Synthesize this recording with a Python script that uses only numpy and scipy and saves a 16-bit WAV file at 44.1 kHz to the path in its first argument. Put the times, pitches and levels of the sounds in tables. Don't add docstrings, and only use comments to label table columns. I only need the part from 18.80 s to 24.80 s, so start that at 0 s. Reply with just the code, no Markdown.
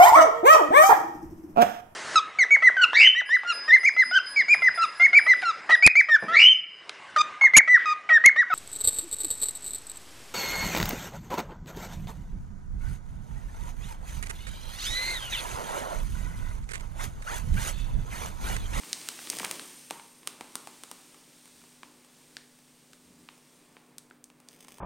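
import sys
import numpy as np
from scipy import signal
from scipy.fft import rfft, irfft, next_fast_len
from scipy.io import wavfile

SR = 44100
rng = np.random.default_rng(int(sys.argv[2]) if len(sys.argv) > 2 else 0)


def dump_mix(stems):
    frames = np.atleast_2d(stems).T
    limited = np.clip(frames, -1, 1)
    pcm = np.round(limited * 32767).astype(np.int16)
    wavfile.write(sys.argv[1], SR, pcm)


N = 264600

# start_s, strength_db, panel pitch_hz, body_db, sharp edge_db
SNAPS = [ (0.035, -11, 970, 1.5, -18), (0.1305, 7.5, 1970, -12, -13.5), (0.2153, -13, 1850, -17, -19),
         (0.2878, 1, 1250, -3, -5.5), (0.3906, -6.5, 780, -8, -21), (.4724, -8, 1100, -4, -18),
         (0.5008, 4.5, 2170, -13, -6), (0.5873, -4, 1710, -2, -4.5), (0.598, -1, 910, -6, -9.5),
         (0.6315, -15, 1080, 19, -7), (.6448, -1.5, 1060, 5.5, -27), (.6479, 3, 860, -16, -6),
         (.656, -3, 810, -8, -28), (0.7122, -1.5, 1050, 2.5, -1), (0.7959, -6, 1310, 1, -12),
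         (1.1024, -11, 1320, -5, -13), (1.1087, -2, 1060, 9.5, -6.5), (1.1972, -13, 950, 4.5, -23),
         (1.4316, -21, 1050, 0, -16), (1.474, 1.5, 1170, -1.5, -5), (1.6098, -6, 920, 8, -12),
         (1.755, -5, 1200, 8, 1), (1.873, -11.5, 910, 10, -7), (2.0362, -11.5, 1190, 6, -4),
         (2.1144, -13.5, 1080, 10.5, 1), (2.345, -24.5, 1200, 9, -10), (2.8395, -28, 910, 13.5, -4),
         (3.0324, -11, 970, 7.5, -18), (3.5683, -5.5, 1760, 1, -19), (4.133, -20.5, 1410, 4, -9),
         (4.4886, -7.5, 1060, -2, -30), (4.968, -15.5, 930, 6, -31), (5.183, -13, 1430, -9, -0.5),
         (5.3103, -29.5, 1440, 20, -24), (5.4416, -14, 2460, -32, -7.5), (5.5014, -23, 1070, 5, -12),
         (5.6871, -14, 1900, -19, -10.5), (5.8477, -23, 1000, 5, -6), (5.8835, -18.5, 1040, 8.5, -6.5),
         (5.9843, -23, 950, 11, -6.5)]
# (per Hz, relative)
AIR_SPECTRUM = [(20, -3), (35, -35), (50, -4.5), (62, -12), (105, -6.5), (150, -0.5), (200, -3.5),
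                (300, -6.5), (450, 0), (650, -8.5), (1000, -11.5), (2000, -16), (6000, -33), (12000, -21.5),
                (16000, -13.5)]


def amp(db):
    return 10 ** (np.asarray(db) / 20)


def unit(x):
    return x / np.sqrt(np.mean(x ** 2) + 1e-20)


def along(points, hz):
    f, v = np.transpose(points)
    return np.interp(np.log(hz + 1), np.log(f), v)


def curves(rows):
    s, *cols = np.transpose(rows)
    return [np.interp(np.arange(N) / SR, s, c) for c in cols]


def wobble(rate):
    knots = rng.standard_normal(int(N * rate / SR) + 4)
    smooth = signal.resample(knots, 10 * len(knots))
    return np.interp(np.arange(N) * 10 * rate / SR, np.arange(len(smooth)), smooth)


def filtered(x, response):
    m = next_fast_len(len(x) + min(len(x), SR // 10), True)
    spectrum = rfft(x, m) * response(np.fft.rfftfreq(m, 1 / SR))
    return irfft(spectrum, m)[:len(x)]


def coloured(x, spectrum):
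    return unit(filtered(x, lambda f: amp(along(spectrum, f))))


def resonance(f, hz, q):
    damping = 1j * f * hz / q
    return damping / (hz * hz - f * f + damping)


def add(track, s, sound):
    start = int(np.clip(round(s * SR), 0, N - 1))
    track[start:start + len(sound)] += sound[:N - start]


def impacts(rate, spread_db):
    size = amp(spread_db * np.clip(rng.standard_normal(N), -2, 2))
    return (rng.random(N) < rate / SR) * size * rng.choice([-1, 1], N)


def swells(rows, attack_s, release_s):
    t = np.arange(N) / SR
    gain = 0
    for s, length, db in rows:
        before = np.maximum(s - t, 0)
        after = np.maximum(t - s - length, 0)
        gain = gain + amp(db) * np.exp(-before / attack_s - after / release_s)
    return gain


def background():
    # pitch_hz, level_db (rms, about which it wavers)
    hum_tones = [(147.5, -76), (172, -78), (246.8, -67), (296, -75)]
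    t = np.arange(N) / SR
    hum = np.zeros(N)
    for hz, db in hum_tones:
        level = amp(db + 1.33 * wobble(4.09)) * np.sqrt(2)
        hum += level * np.sin(2 * np.pi * hz * t + 0.57 * wobble(3.5))
    return hum + amp(-66) * coloured(rng.standard_normal(N), AIR_SPECTRUM)


def kitchen(x, tail_db=-12, early_db=-16, early_t60=0.078):
    # freq_hz, t60_s
    room_decay = [(150, 0.66), (1000, 0.68), (4000, 0.48), (9000, 0.45), (16000, 0.35)]
    hz, t, z = signal.stft(rng.standard_normal(SR // 2), SR, nperseg=256)
    decay = amp(-60 * t / along(room_decay, hz)[:, None])
    tail = signal.istft(z * decay, SR, nperseg=256)[1]
    t = np.arange(len(tail)) / SR
    tail = tail * (1 - np.exp(-t / 0.0088))
    early = rng.standard_normal(len(t)) ** 3 * amp(-60 * t / early_t60) * (1 - np.exp(-t / 0.009))
    echo = amp(tail_db) * tail / np.linalg.norm(tail) + amp(early_db) * early / np.linalg.norm(early)
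    return signal.fftconvolve(x, echo)


def room_ring():
    # start_s, level_db
    rings = [(1.1092, -50)]
    # pitch_hz, level_db (relative to the ring), t60_s
    room_modes = [(828, -7, 0.64), (910, -1, 0.57), (930, 1.5, .55), (980, -20, 0.24)]
    out = np.zeros(N)
    t = np.arange(SR // 2) / SR
    for s, db in rings:
        ring = sum(amp(db + level - 60 * t / t60) * np.sin(2 * np.pi * hz * t)
                   for hz, level, t60 in room_modes)
        add(out, s, ring)
    return out


def shifts():
    # start_s, length_s, level_db
    drags = [(2.75, .11, -67), (4.27, 0.17, -63.5), (5.8, .2, -70)]
    # (per Hz, relative)
    counter_spectrum = [(30, -18), (55, -21), (78, 4), (110, -12), (170, 4.5), (400, -2), (1500, -58)]
    rumble = coloured(rng.standard_normal(N), counter_spectrum)
    return swells(drags, attack_s=0.03, release_s=0.035) * rumble


def glass():
    # time_s, level_db
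    strike_curve = [(.55, -85), (.82, -56), (1.0, -58.5), (1.3, -63.5), (1.55, -68), (2.0, -100)]
    # pitch_hz, width_hz, level_db (relative)
    glass_modes = [(2640, 90, -13), (4400, 37, -18), (5300, 40, -13), (6200, 14, 4), (8880, 73, -1),
                   (10600, 170, -9), (11703, 20, 6.5), (12667, 23, -12)]
    wall = lambda f: sum(amp(db) * resonance(f, hz, hz / width) for hz, width, db in glass_modes)
    ringing = unit(filtered(impacts(rate=1300, spread_db=-4), wall))
    return amp(curves(strike_curve)[0]) * ringing


def buckle(hz, body_db, edge_db, jump, scatter, scatter_t60=0.0097, thump_hz=330, edge_hz=9000):
    crease_over_panel = 2.44
    thump_db = -6.5
    sharp_hz, dulling_oct_per_db = 26000, 0.0926
    t = np.arange(SR // 25) / SR
    slips = rng.standard_normal(len(t)) * amp(-60 * t / scatter_t60) * (1 - np.exp(-t / 0.0009))
    kick = jump * (t == 0) + scatter * slips / np.linalg.norm(slips)
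    top_hz = sharp_hz * 2 ** (dulling_oct_per_db * edge_db)

    def film(f):
        thump = amp(body_db + thump_db) * resonance(f, thump_hz, q=0.69) ** 2
        panel = amp(body_db) * resonance(f, hz, q=2.04) ** 2
        crease = resonance(f, crease_over_panel * hz, q=1.14) ** 2
        edge = amp(edge_db) * resonance(f, edge_hz, q=0.98)
        return (thump - panel + crease - edge) / np.sqrt(1 + (f / top_hz) ** 4)

    return filtered(kick, film)


def ticks(count=30):
    strength_db, strength_spread_db = -36, 7
    pitch_hz, pitch_spread_oct = 1000, 0.21
    body_db, edge_db = 7, -2
    out = np.zeros(N)
    places = rng.integers(N, size=count)
    variations = np.clip(rng.standard_normal((count, 2)), -2, 2)
    for at, (size, pitch) in zip(places, variations):
        tick_hz = pitch_hz * 2 ** (pitch_spread_oct * pitch)
        tick = buckle(tick_hz, body_db, edge_db, jump=0.65, scatter=0.69)
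        add(out, at / SR, amp(strength_db + strength_spread_db * size) * tick)
    return out


def flexes(low_hz=170, extra_hz=3200, glide_s=0.0035, t60=0.076):
    # start_s, level_db
    waves = [(.529, -35.5), (.599, -31), (0.655, -42.5)]
    out = np.zeros(N)
    t = np.arange(SR // 10) / SR
    phase = 2 * np.pi * np.cumsum(low_hz + extra_hz * np.exp(-t / glide_s)) / SR
    for s, db in waves:
        add(out, s, amp(db - 60 * t / t60) * np.sin(phase))
    return out


def rustle(crease_spread_db=10.0, clump_db=3.0):
    # start_s, length_s, level_db
    crumples = [(.02, 0.71, -55.5), (.51, 0.11, -41), (.68, 0.072, -49.5), (5.708, 0.022, -54.5),
                (5.805, 0.0054, -50.5), (5.886, 0.0089, -54.5), (5.92, 0.08, -60)]
    # (per Hz, relative)
    film_spectrum = [(100, -11), (300, 2), (1000, -2), (3000, -1), (7000, -3), (11000, -6), (16000, -1)]
    creases = impacts(1100, crease_spread_db) * amp(clump_db * wobble(130))
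    t = np.arange(SR // 200) / SR
    flutter = rng.standard_normal(len(t)) * amp(-60 * t / 0.0092)
    crackle = coloured(signal.oaconvolve(creases, flutter)[:N], film_spectrum)
    return swells(crumples, attack_s=0.013, release_s=0.028) * crackle


def snaps():
    out = np.zeros(N)
    for s, db, hz, body_db, edge_db in SNAPS:
        direct = buckle(hz, body_db, edge_db, jump=0.81, scatter=0.41)
        add(out, s, amp(db) * direct)
        outward = buckle(hz, body_db, edge_db, jump=0.89, scatter=0.067)
        add(out, s, amp(db) * kitchen(outward))
    return out


def spurts(rise_s=0.0041):
    level_db, t60 = -56.5, 0.4
    out = np.zeros(N)
    t = np.arange(SR) / SR
    for s, db, hz, body_db, edge_db in SNAPS:
        settling = amp(level_db + db + body_db - 60 * t / t60)
        add(out, s, settling * (1 - np.exp(-t / rise_s)))
    return out


def stream(hiss_spread_db=5.5, patter_spread_db=3, spurt_hiss_db=-3):
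    # time_s, hiss_db of sliding grain, patter_db on the film
    flow = [(0.0, -48.5, -55), (0.41, -45.5, -58), (0.64, -44.5, -51), (0.85, -48.5, -56.5),
            (1.26, -58, -75.5), (1.49, -61, -59), (1.68, -56, -59.5), (1.97, -55, -65.5),
            (2.16, -55.5, -64.5), (2.47, -59, -65.5), (2.8, -57.5, -70), (3.15, -62, -65.5),
            (3.51, -59.5, -65.5), (3.7, -62.5, -70.5), (4.77, -62.5, -67), (5.05, -68, -64.5),
            (5.44, -78, -71), (5.65, -70, -66.5)]
    # (per Hz, relative)
    hiss_spectrum = [(100, -38), (400, -20.5), (1500, -5), (2600, -1.5), (5500, -0.5), (7500, -1),
                     (10000, -3.5), (16000, -5)]
    patter_spectrum = [(80, -21), (160, 2.5), (350, 5), (650, -3.5), (1000, -0.5), (1500, -7.5),
                       (2200, -6.5), (5000, -20), (16000, -65)]
    hiss_db, patter_db = curves(flow)
    surge_db = 0.35 * wobble(24.95)
    hiss = coloured(impacts(26000, hiss_spread_db), hiss_spectrum)
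    patter = coloured(impacts(4000, patter_spread_db), patter_spectrum)
    loose = spurts()
    hiss_gain = np.hypot(amp(hiss_db), amp(spurt_hiss_db) * loose)
    patter_gain = np.hypot(amp(patter_db), loose)
    return amp(surge_db) * (hiss_gain * hiss + patter_gain * patter)


def scene():
    pouring = flexes() + rustle() + stream() + ticks()
    echo = kitchen(pouring)[:N]
    mid = pouring + echo + snaps() + room_ring() + glass() + shifts() + background()
    side_air = amp(-78.5) * coloured(rng.standard_normal(N), AIR_SPECTRUM)
    side = side_air + amp(-111.5) * rng.standard_normal(N)
    return np.array([mid + side, mid - side])


def record(dry, port_hz=8720, port_q=14, port_gain=1.44, roll_hz=11400, top_hz=15950):
    def port(f):
        peak = 1 + port_gain * resonance(f, port_hz, port_q)
        return peak / np.sqrt(1 + (f / roll_hz) ** 4) * (f < top_hz)

    return np.array([filtered(channel, port) for channel in dry])


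dry = scene()
out = record(dry)
dump_mix(out)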